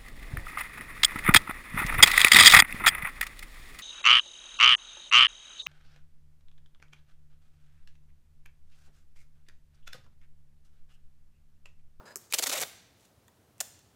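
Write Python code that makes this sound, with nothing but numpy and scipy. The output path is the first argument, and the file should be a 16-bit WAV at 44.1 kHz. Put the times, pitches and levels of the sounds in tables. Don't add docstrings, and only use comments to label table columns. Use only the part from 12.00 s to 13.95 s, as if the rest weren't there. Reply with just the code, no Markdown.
import sys
import numpy as np
from scipy import signal
from scipy.fft import rfft, irfft
from scipy.io import wavfile
from scipy.ndimage import uniform_filter1d

SR = 44100
rng = np.random.default_rng(int(sys.argv[2]) if len(sys.argv) > 2 else 0)


def unload_wav(signal):
    wavfile.write(
        sys.argv[1],
        SR,
        np.round(np.clip(np.atleast_2d(signal).T, -1, 1) * 32767).astype(np.int16),
    )


def voltage_ratio(level):
    return 10 ** (np.asarray(level, float) / 20)


N = 85995

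# start_s, peak_db, brightness_db_per_octave,
# drum_db
PEEL_CRACKS = [(.3219, -38, 7, -39), (.3253, -13, 0.5, -25), (.3369, -9.5, -0.5, -37),
               (.3402, -13, 2.5, -23), (.3427, -9, 2.5, -33.5), (.3460, -15, 6.5, -21),
               (.3510, -32, 10, -28), (.3819, -22, 1, -22), (.3859, -13, 2.5, -20.5),
               (.3887, -12, 3.5, -37), (.3914, -15, 9.5, -37.5), (.3948, -22, 3, -22), (.3960, -18, 5, -14),
               (.4247, -19.5, 9, -13.5), (.4273, -16, 5, -18.5), (.4314, -22.5, 3.5, -18),
               (.4322, -27, 2, -28), (.4356, -15.5, 1.5, -19), (.4385, -12, 1.5, -30),
               (.4406, -15.5, -0.5, -16), (.4602, -29, -7.5, -25), (.4626, -21.5, 0.5, -13.5),
               (.4669, -26, -4, -32), (.4687, -19, 2, -27.5), (.4713, -15, 10, -12), (.4737, -17, -3, -28),
               (.4765, -25.5, -5, -17),
               (0.4937, -33, 5, -30), (0.4966, -20.5, -3.5, -34), (.4974, -22, -1.5, -10),
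               (.5050, -29, -3.5, -13), (0.516, -29, -3, -23.5), (0.5175, -24.5, -7.5, -25),
               (0.5202, -31, 4, -19), (.5246, -32, -3, -25), (0.5281, -17, 5, -34.5),
               (0.5342, -16.5, -1.5, -27), (.5380, -21, 2, -31), (0.5409, -21.5, -4.5, -15),
               (0.5444, -32, -1, -12), (.5509, -26, -5, -20), (0.5548, -21, 4, -22), (.5590, -22, 5, -27),
               (0.5635, -23, -4.5, -23), (0.5665, -31, -4.5, -24), (0.5715, -29, -6, -10),
               (0.572, -27, 1, -15), (0.5762, -21, 9, -30), (.5858, -26, 25, -36), (0.5898, -26, 12, -7),
               (0.5995, -20, 3, -15), (0.6049, -20.5, 11, -16), (0.6088, -25, 3, -31),
               (0.6113, -24.5, 9, -16.5), (.6159, -16.5, 4, -19), (0.618, -17, 17.5, -20),
               (0.6245, -24, 16, -14), (.6255, -19, 8.5, -21), (.6282, -20, 0, -6), (.6342, -21.5, -6, -25)]
# start_s, peak_db, brightness_db_per_octave, drum_db
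TEAR_CRACKS = [(1.009, -49.5, 1, -27.5), (1.0545, -53, 2, -35), (1.2814, -44.5, 16, -14),
               (1.2885, -61, 8, -24), (1.5818, -47, 1, -42), (1.5910, -59, 4, -36.5),
               (1.6044, -16.5, 1.5, -19.5), (1.6070, -17, 2, -14.5), (1.6092, -23, 0, -20),
               (1.6106, -24.5, 5, -26), (1.6118, -18, 4, -15), (1.7922, -43, 0, -42)]
# start_s, length_s, level_db, drum_db
PEEL_SLIPS = [(0.3, 0.026, -57, -35), (0.334, 0.018, -29.5, -17), (0.387, 0.011187, -28.5, -19),
              (0.425, 0.0208, -31.5, -32.5), (0.459, 0.024, -33, -16), (0.49, 0.02, -33, -20),
              (0.512, 0.037, -32.5, -7), (0.549, 0.025727, -39.5, -1), (0.567, 0.028, -35, -8),
              (0.6, 0.016, -39, -8.5), (.611, 0.029948, -36, -4), (1.6036, 0.012, -32.5, -15.5),
              (0.96, 0.14, -70.5, -22), (0.18, 0.1, -67.5, -16.5), (1.047, 0.012, -70, -23)]
# frequency_hz, level_db
PAPER_COLOUR = [(350, -35.5), (600, -13.5), (2150, -3), (2400, -1), (2830, -4), (5400, -0.5), (7730, -4),
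                (12800, -7.5), (16000, -12.5)]
# frequency_hz, width_hz, level_db
STRIP_MODES = [(278, 110, -4.5), (478, 166, -4.5), (626, 126, 2), (684, 182, 1.5), (1250, 470, -5),
               (1936, 600, -3)]
# frequency_hz, level_db
SHORT_STRIP_COLOUR = [(500, 3), (1500, 2.5), (2450, 0), (3200, 2.5), (4300, 3), (5400, -1), (7200, 4.5),
                      (11000, 0)]
# frequency_hz, level_db
LONG_STRIP_COLOUR = [(500, 1), (1300, -1), (2100, 0.5), (2900, 2), (3800, 2), (5000, -3.5), (7200, 4),
                     (11000, 0)]
# frequency_hz, level_db
TORN_STRIP_COLOUR = [(300, 0.5), (420, -8.5), (650, 1.5), (1150, -5), (1750, 2.5), (4300, -4.5), (7300, 7),
                     (11000, 0)]
# start_s, length_s, pitch_hz, level_db
STRIP_HUMS = [(.3365, 0.011, 2400, -33.5), (.465, .04, 269, -50), (.528, .04, 619, -38.5),
              (.575, .027, 529, -41), (.608, .034, 728, -41.5), (.612, 0.027, 489.3, -41.5),
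              (1.282, 0.015, 1006, -66), (1.604, 0.011, 610.3, -44), (1.604, 0.0077, 710, -50.5),
              (1.604, 0.012, 2440, -48.5), (0.3243, 0.0039, 2450, -34), (.336, 0.02243, 513, -44.5),
              (0.309, 0.008, 6500, -51), (1.595, 0.0082, 2500, -59), (1.601, 0.0083, 3250, -46),
              (1.604, 0.008202, 5400, -55), (0.461, 0.017, 1959, -38.5), (0.554, 0.0069, 1951, -45),
              (.576, .012, 3780, -40), (0.631, 0.0063, 3730, -36.5), (1.281, .006, 3440, -65),
              (1.28, 0.00768, 1840, -64)]
# start_s, peak_db, brightness_db_per_octave, drum_db
NAIL_CLICKS = [
    (.1585, -16.5, 0.5, -47),
    (.1654, -30.5, 13, -47),
    (.1716, -29.5, 14.5, -45),
]
# frequency_hz, level_db
NAIL_COLOUR = [(1000, -7.5), (3500, -12), (5300, 1), (6300, 1.5), (8000, 6.5), (11000, 0.5), (16000, 3.5)]
# pitch_hz, t60_s, level_db
ROLL_MODES = [(396, 0.042, 3), (1250, 0.013796, 8), (1700, .02, -1)]
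# frequency_hz, width_hz, level_db
CORE_MODES = [(534.55, 250, -1), (1001.6, 110, 2), (1400, 110, -1), (1690, 145, 4), (2270, 1330.7, -12),
              (4150, 300, -8), (4960, 180, -1), (6960, 1300, -10)]
# frequency_hz, t60_s
ROOM_DECAY = [(250, 0.37), (660, 0.47545), (1740, 0.79), (4590, 0.78), (8000, 0.56), (13000, 0.35)]
# frequency_hz, level_db
ROOM_COLOUR = [(200, 5), (1000, 0), (4000, -1), (8000, -0.5), (14000, 7.5)]
# frequency_hz, level_db
BUMP_SPECTRUM = [(88, -42), (150, -2.5), (1440, -3), (2010, -21), (2440, -26), (3460, -29), (5000, -27),
                 (6500, -54), (11000, -120)]
# frequency_hz, level_db
AIR_SPECTRUM = [(12, -63), (20, -32.5), (86, -1), (206, -8), (281, -10), (616, -13.5), (2060, -24.5),
                (14300, -31), (16500, -34)]

CRACK_T60_S, CRACK_TAIL_DB = 0.006, -13
TICK_T60_S, TICKS_PER_S, TICK_SPREAD_DB = 0.0015, 5000, 2
SLIP_SKEW, DRUM_SKEW, SLIP_EDGE = 1, 0.84, 0.51
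PULL_FROM_S, TEAR_FROM_S = 0.486, 1.5
HUM_SHARPNESS = 8.3
PICK_S, PICK_DB = 0.1595, -44
RUB_START_S, RUB_LENGTH_S, RUB_RELEASE_S = 0.0535, 0.1, 0.026
RUB_DB, RUB_FADE_DB, RUB_HISS_DB = -52.5, -8, -15
THUD_S, THUD_LENGTH_S, THUD_DB, THUD_HZ = 0.541, 0.12, -58.5, 148
EARLY_DB, EARLY_T60_S = -8, 0.025
ROOM_DB, ROOM_DELAY_S, ROOM_TURNS_PER_S = -13.5, 0.0035, 45
BUMP_DB, BUMP_T60_S = -54.5, 0.78
AIR_DB = -65
MICROPHONE_EDGE_HZ = 15900


def evened(x):
    return x / np.sqrt(np.mean(x ** 2) + 1e-20)


def read(points, hz):
    f, value = np.transpose(points)
    return np.interp(np.log(hz + 1), np.log(f + 1), value)


def colour(x, points, tilt_db=0.):
    hz = abs(np.fft.fftfreq(2048, 1 / SR))
    octaves = np.log2(np.clip(hz, 200, 7000) / 5000)
    db = read([(0.93, -67)] + list(points), hz) + tilt_db * octaves
    spectrum = np.conj(np.exp(signal.hilbert(db * np.log(10) / 20)))
    taps = np.fft.ifft(spectrum).real
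    return signal.oaconvolve(x, taps[:1024])[:len(x)]


def ring(x, modes):
    out = 0
    for k, (hz, width_hz, db) in enumerate(modes):
        b, a = signal.iirpeak(hz, hz / width_hz / 1.55, SR)
        twice = signal.lfilter(b, a, signal.lfilter(b, a, x))
        out = out + (-1) ** k * voltage_ratio(db) * twice
    return out


def add(mix, s, sound):
    part = mix[round(s * SR):][:len(sound)]
    part += sound[:len(part)]


def cracks(table):
    out, t = np.zeros(N), np.arange(1500) / SR
    noises = rng.standard_normal((len(table), 1500))
    for (start_s, peak_db, tilt_db, drum_db), noise in zip(table, noises):
        burst = voltage_ratio(CRACK_TAIL_DB - 60 * t / CRACK_T60_S) * noise
        burst[0] = 1
        bright = colour(burst, PAPER_COLOUR, tilt_db)
        drum = ring(burst, STRIP_MODES)
        crack = bright / abs(bright).max() + voltage_ratio(drum_db) * drum / abs(drum).max()
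        add(out, start_s - 0.0002, voltage_ratio(peak_db) * crack)
    return out


def glue_ticks():
    size = voltage_ratio(TICK_SPREAD_DB * np.minimum(rng.exponential(1, N), 3))
    ticks = size * (rng.random(N) < TICKS_PER_S / SR)
    kind, t = rng.integers(0, 40, N), np.arange(200) / SR
    out = np.zeros(N)
    for k, noise in enumerate(rng.standard_normal((40, 200))):
        grain = noise * voltage_ratio(-60 * t / TICK_T60_S / (1 + k % 4))
        out += signal.oaconvolve(ticks * (kind == k), grain)[:N]
    return evened(out)


def rasp():
    t, bright, drum = np.arange(N) / SR, np.zeros(N), np.zeros(N)
    for start_s, length_s, db, drum_db in PEEL_SLIPS:
        u = np.clip((t - start_s) / length_s, 0, 1)
        bright += voltage_ratio(db) * abs(np.sin(np.pi * u ** SLIP_SKEW)) ** SLIP_EDGE * (u < 1)
        drum += voltage_ratio(db + drum_db) * abs(np.sin(np.pi * u ** DRUM_SKEW)) ** SLIP_EDGE * (u < 1)
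    grains = glue_ticks()
    paper = colour(grains * bright, PAPER_COLOUR) / np.std(colour(grains, PAPER_COLOUR))
    strip = ring(grains[::-1] * drum, STRIP_MODES) / np.std(ring(grains, STRIP_MODES))
    return paper + strip


def peeled_tape():
    tape = cracks(PEEL_CRACKS + TEAR_CRACKS) + rasp()
    stage = np.digitize(np.arange(N) / SR, [PULL_FROM_S, TEAR_FROM_S])
    colours = SHORT_STRIP_COLOUR, LONG_STRIP_COLOUR, TORN_STRIP_COLOUR
    return sum(colour(tape * (stage == k), points) for k, points in enumerate(colours))


def strip_hums():
    out = np.zeros(N)
    noises = rng.standard_normal((len(STRIP_HUMS), 6000))
    for (start_s, length_s, hz, db), noise in zip(STRIP_HUMS, noises):
        size = round(length_s * SR)
        tone = ring(noise, [(hz, hz / HUM_SHARPNESS, 0)])[-size:]
        swell = np.sin(np.pi * np.arange(size) / size)
        add(out, start_s, voltage_ratio(db) * evened(tone) * swell)
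    return out


def nail_tap():
    out, t = np.zeros(N), np.arange(5000) / SR
    tone = 0
    for hz, t60_s, db in ROLL_MODES:
        tone = tone + voltage_ratio(PICK_DB + db - 60 * t / t60_s) * np.sin(2 * np.pi * hz * t)
    add(out, PICK_S, np.minimum(t / 0.0014, 1) * tone)
    return out


def core_rub():
    t = np.arange(0, RUB_LENGTH_S, 1 / SR)
    friction = rng.standard_normal(len(t))
    flutter = evened(uniform_filter1d(rng.standard_normal(len(t)), size=200))
    noise = friction * voltage_ratio(2 * flutter)
    hiss = evened(colour(noise, [(500, -2.5), (2000, -19), (7000, 5.5), (16000, -7)]))
    body = evened(ring(noise, CORE_MODES)) + voltage_ratio(RUB_HISS_DB) * hiss
    shape = np.minimum(t / 0.0012, 1) * np.minimum((RUB_LENGTH_S - t) / RUB_RELEASE_S, 1)
    out = np.zeros(N)
    add(out, RUB_START_S, body * shape * voltage_ratio(RUB_DB + RUB_FADE_DB * (t / RUB_LENGTH_S) ** 2))
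    return out


def roll_thud():
    t = np.arange(N) / SR
    shape = np.sin(np.pi * np.clip((t - THUD_S) / THUD_LENGTH_S, 0, 1))
    return voltage_ratio(THUD_DB) * shape * evened(ring(rng.standard_normal(N), [(THUD_HZ, 50, 0)]))


def room_response():
    s, taps = np.arange(SR) / SR, np.zeros(SR)
    at = np.arange(0, SR - 20, 20) + rng.integers(0, 20, (SR - 1) // 20)
    taps[at] = rng.choice([-1., 1.], at.shape)
    hz, t, z = signal.stft(taps, SR, nperseg=256)
    decay = voltage_ratio(-60 * t / read(ROOM_DECAY, hz)[:, None])
    tail = signal.istft(z * decay, SR, nperseg=256)[1][:SR]
    early = taps * voltage_ratio(-60 * s / EARLY_T60_S)
    both = voltage_ratio(ROOM_DB) * tail / np.linalg.norm(tail) + voltage_ratio(EARLY_DB) * early / np.linalg.norm(early)
    return both * np.clip(s / ROOM_DELAY_S - 1, 0, 1)


def room(x):
    out, turns = np.zeros(N), ROOM_TURNS_PER_S * np.arange(N) / SR
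    for k in range(3):
        share = np.sqrt(2 / 3) * np.cos(2 * np.pi * (turns + k / 3))
        out += signal.fftconvolve(x * share, room_response())[:N]
    return colour(out, ROOM_COLOUR)


def noise_of(points):
    spectrum = rfft(rng.standard_normal(N)) * voltage_ratio(read(points, np.fft.rfftfreq(N, 1 / SR)))
    return evened(irfft(spectrum, N))


def earlier_bump():
    return voltage_ratio(BUMP_DB - 60 * np.arange(N) / SR / BUMP_T60_S) * noise_of(BUMP_SPECTRUM)


def room_air():
    return voltage_ratio(AIR_DB) * noise_of(AIR_SPECTRUM)


def scene():
    nail = colour(cracks(NAIL_CLICKS), NAIL_COLOUR) + nail_tap()
    near = peeled_tape() + strip_hums() + nail + core_rub() + roll_thud()
    return (near + room(near) + earlier_bump() + room_air())[None]


def band_limit(x):
    return signal.sosfilt(signal.butter(12, 16990, fs=SR, output="sos"), x)


def record(dry):
    taps = signal.firwin(255, MICROPHONE_EDGE_HZ, window=("kaiser", 3.0), fs=SR)
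    mix = signal.oaconvolve(dry, taps[None], "same")
    return band_limit(mix)


dry = scene()
out = record(dry)
unload_wav(out)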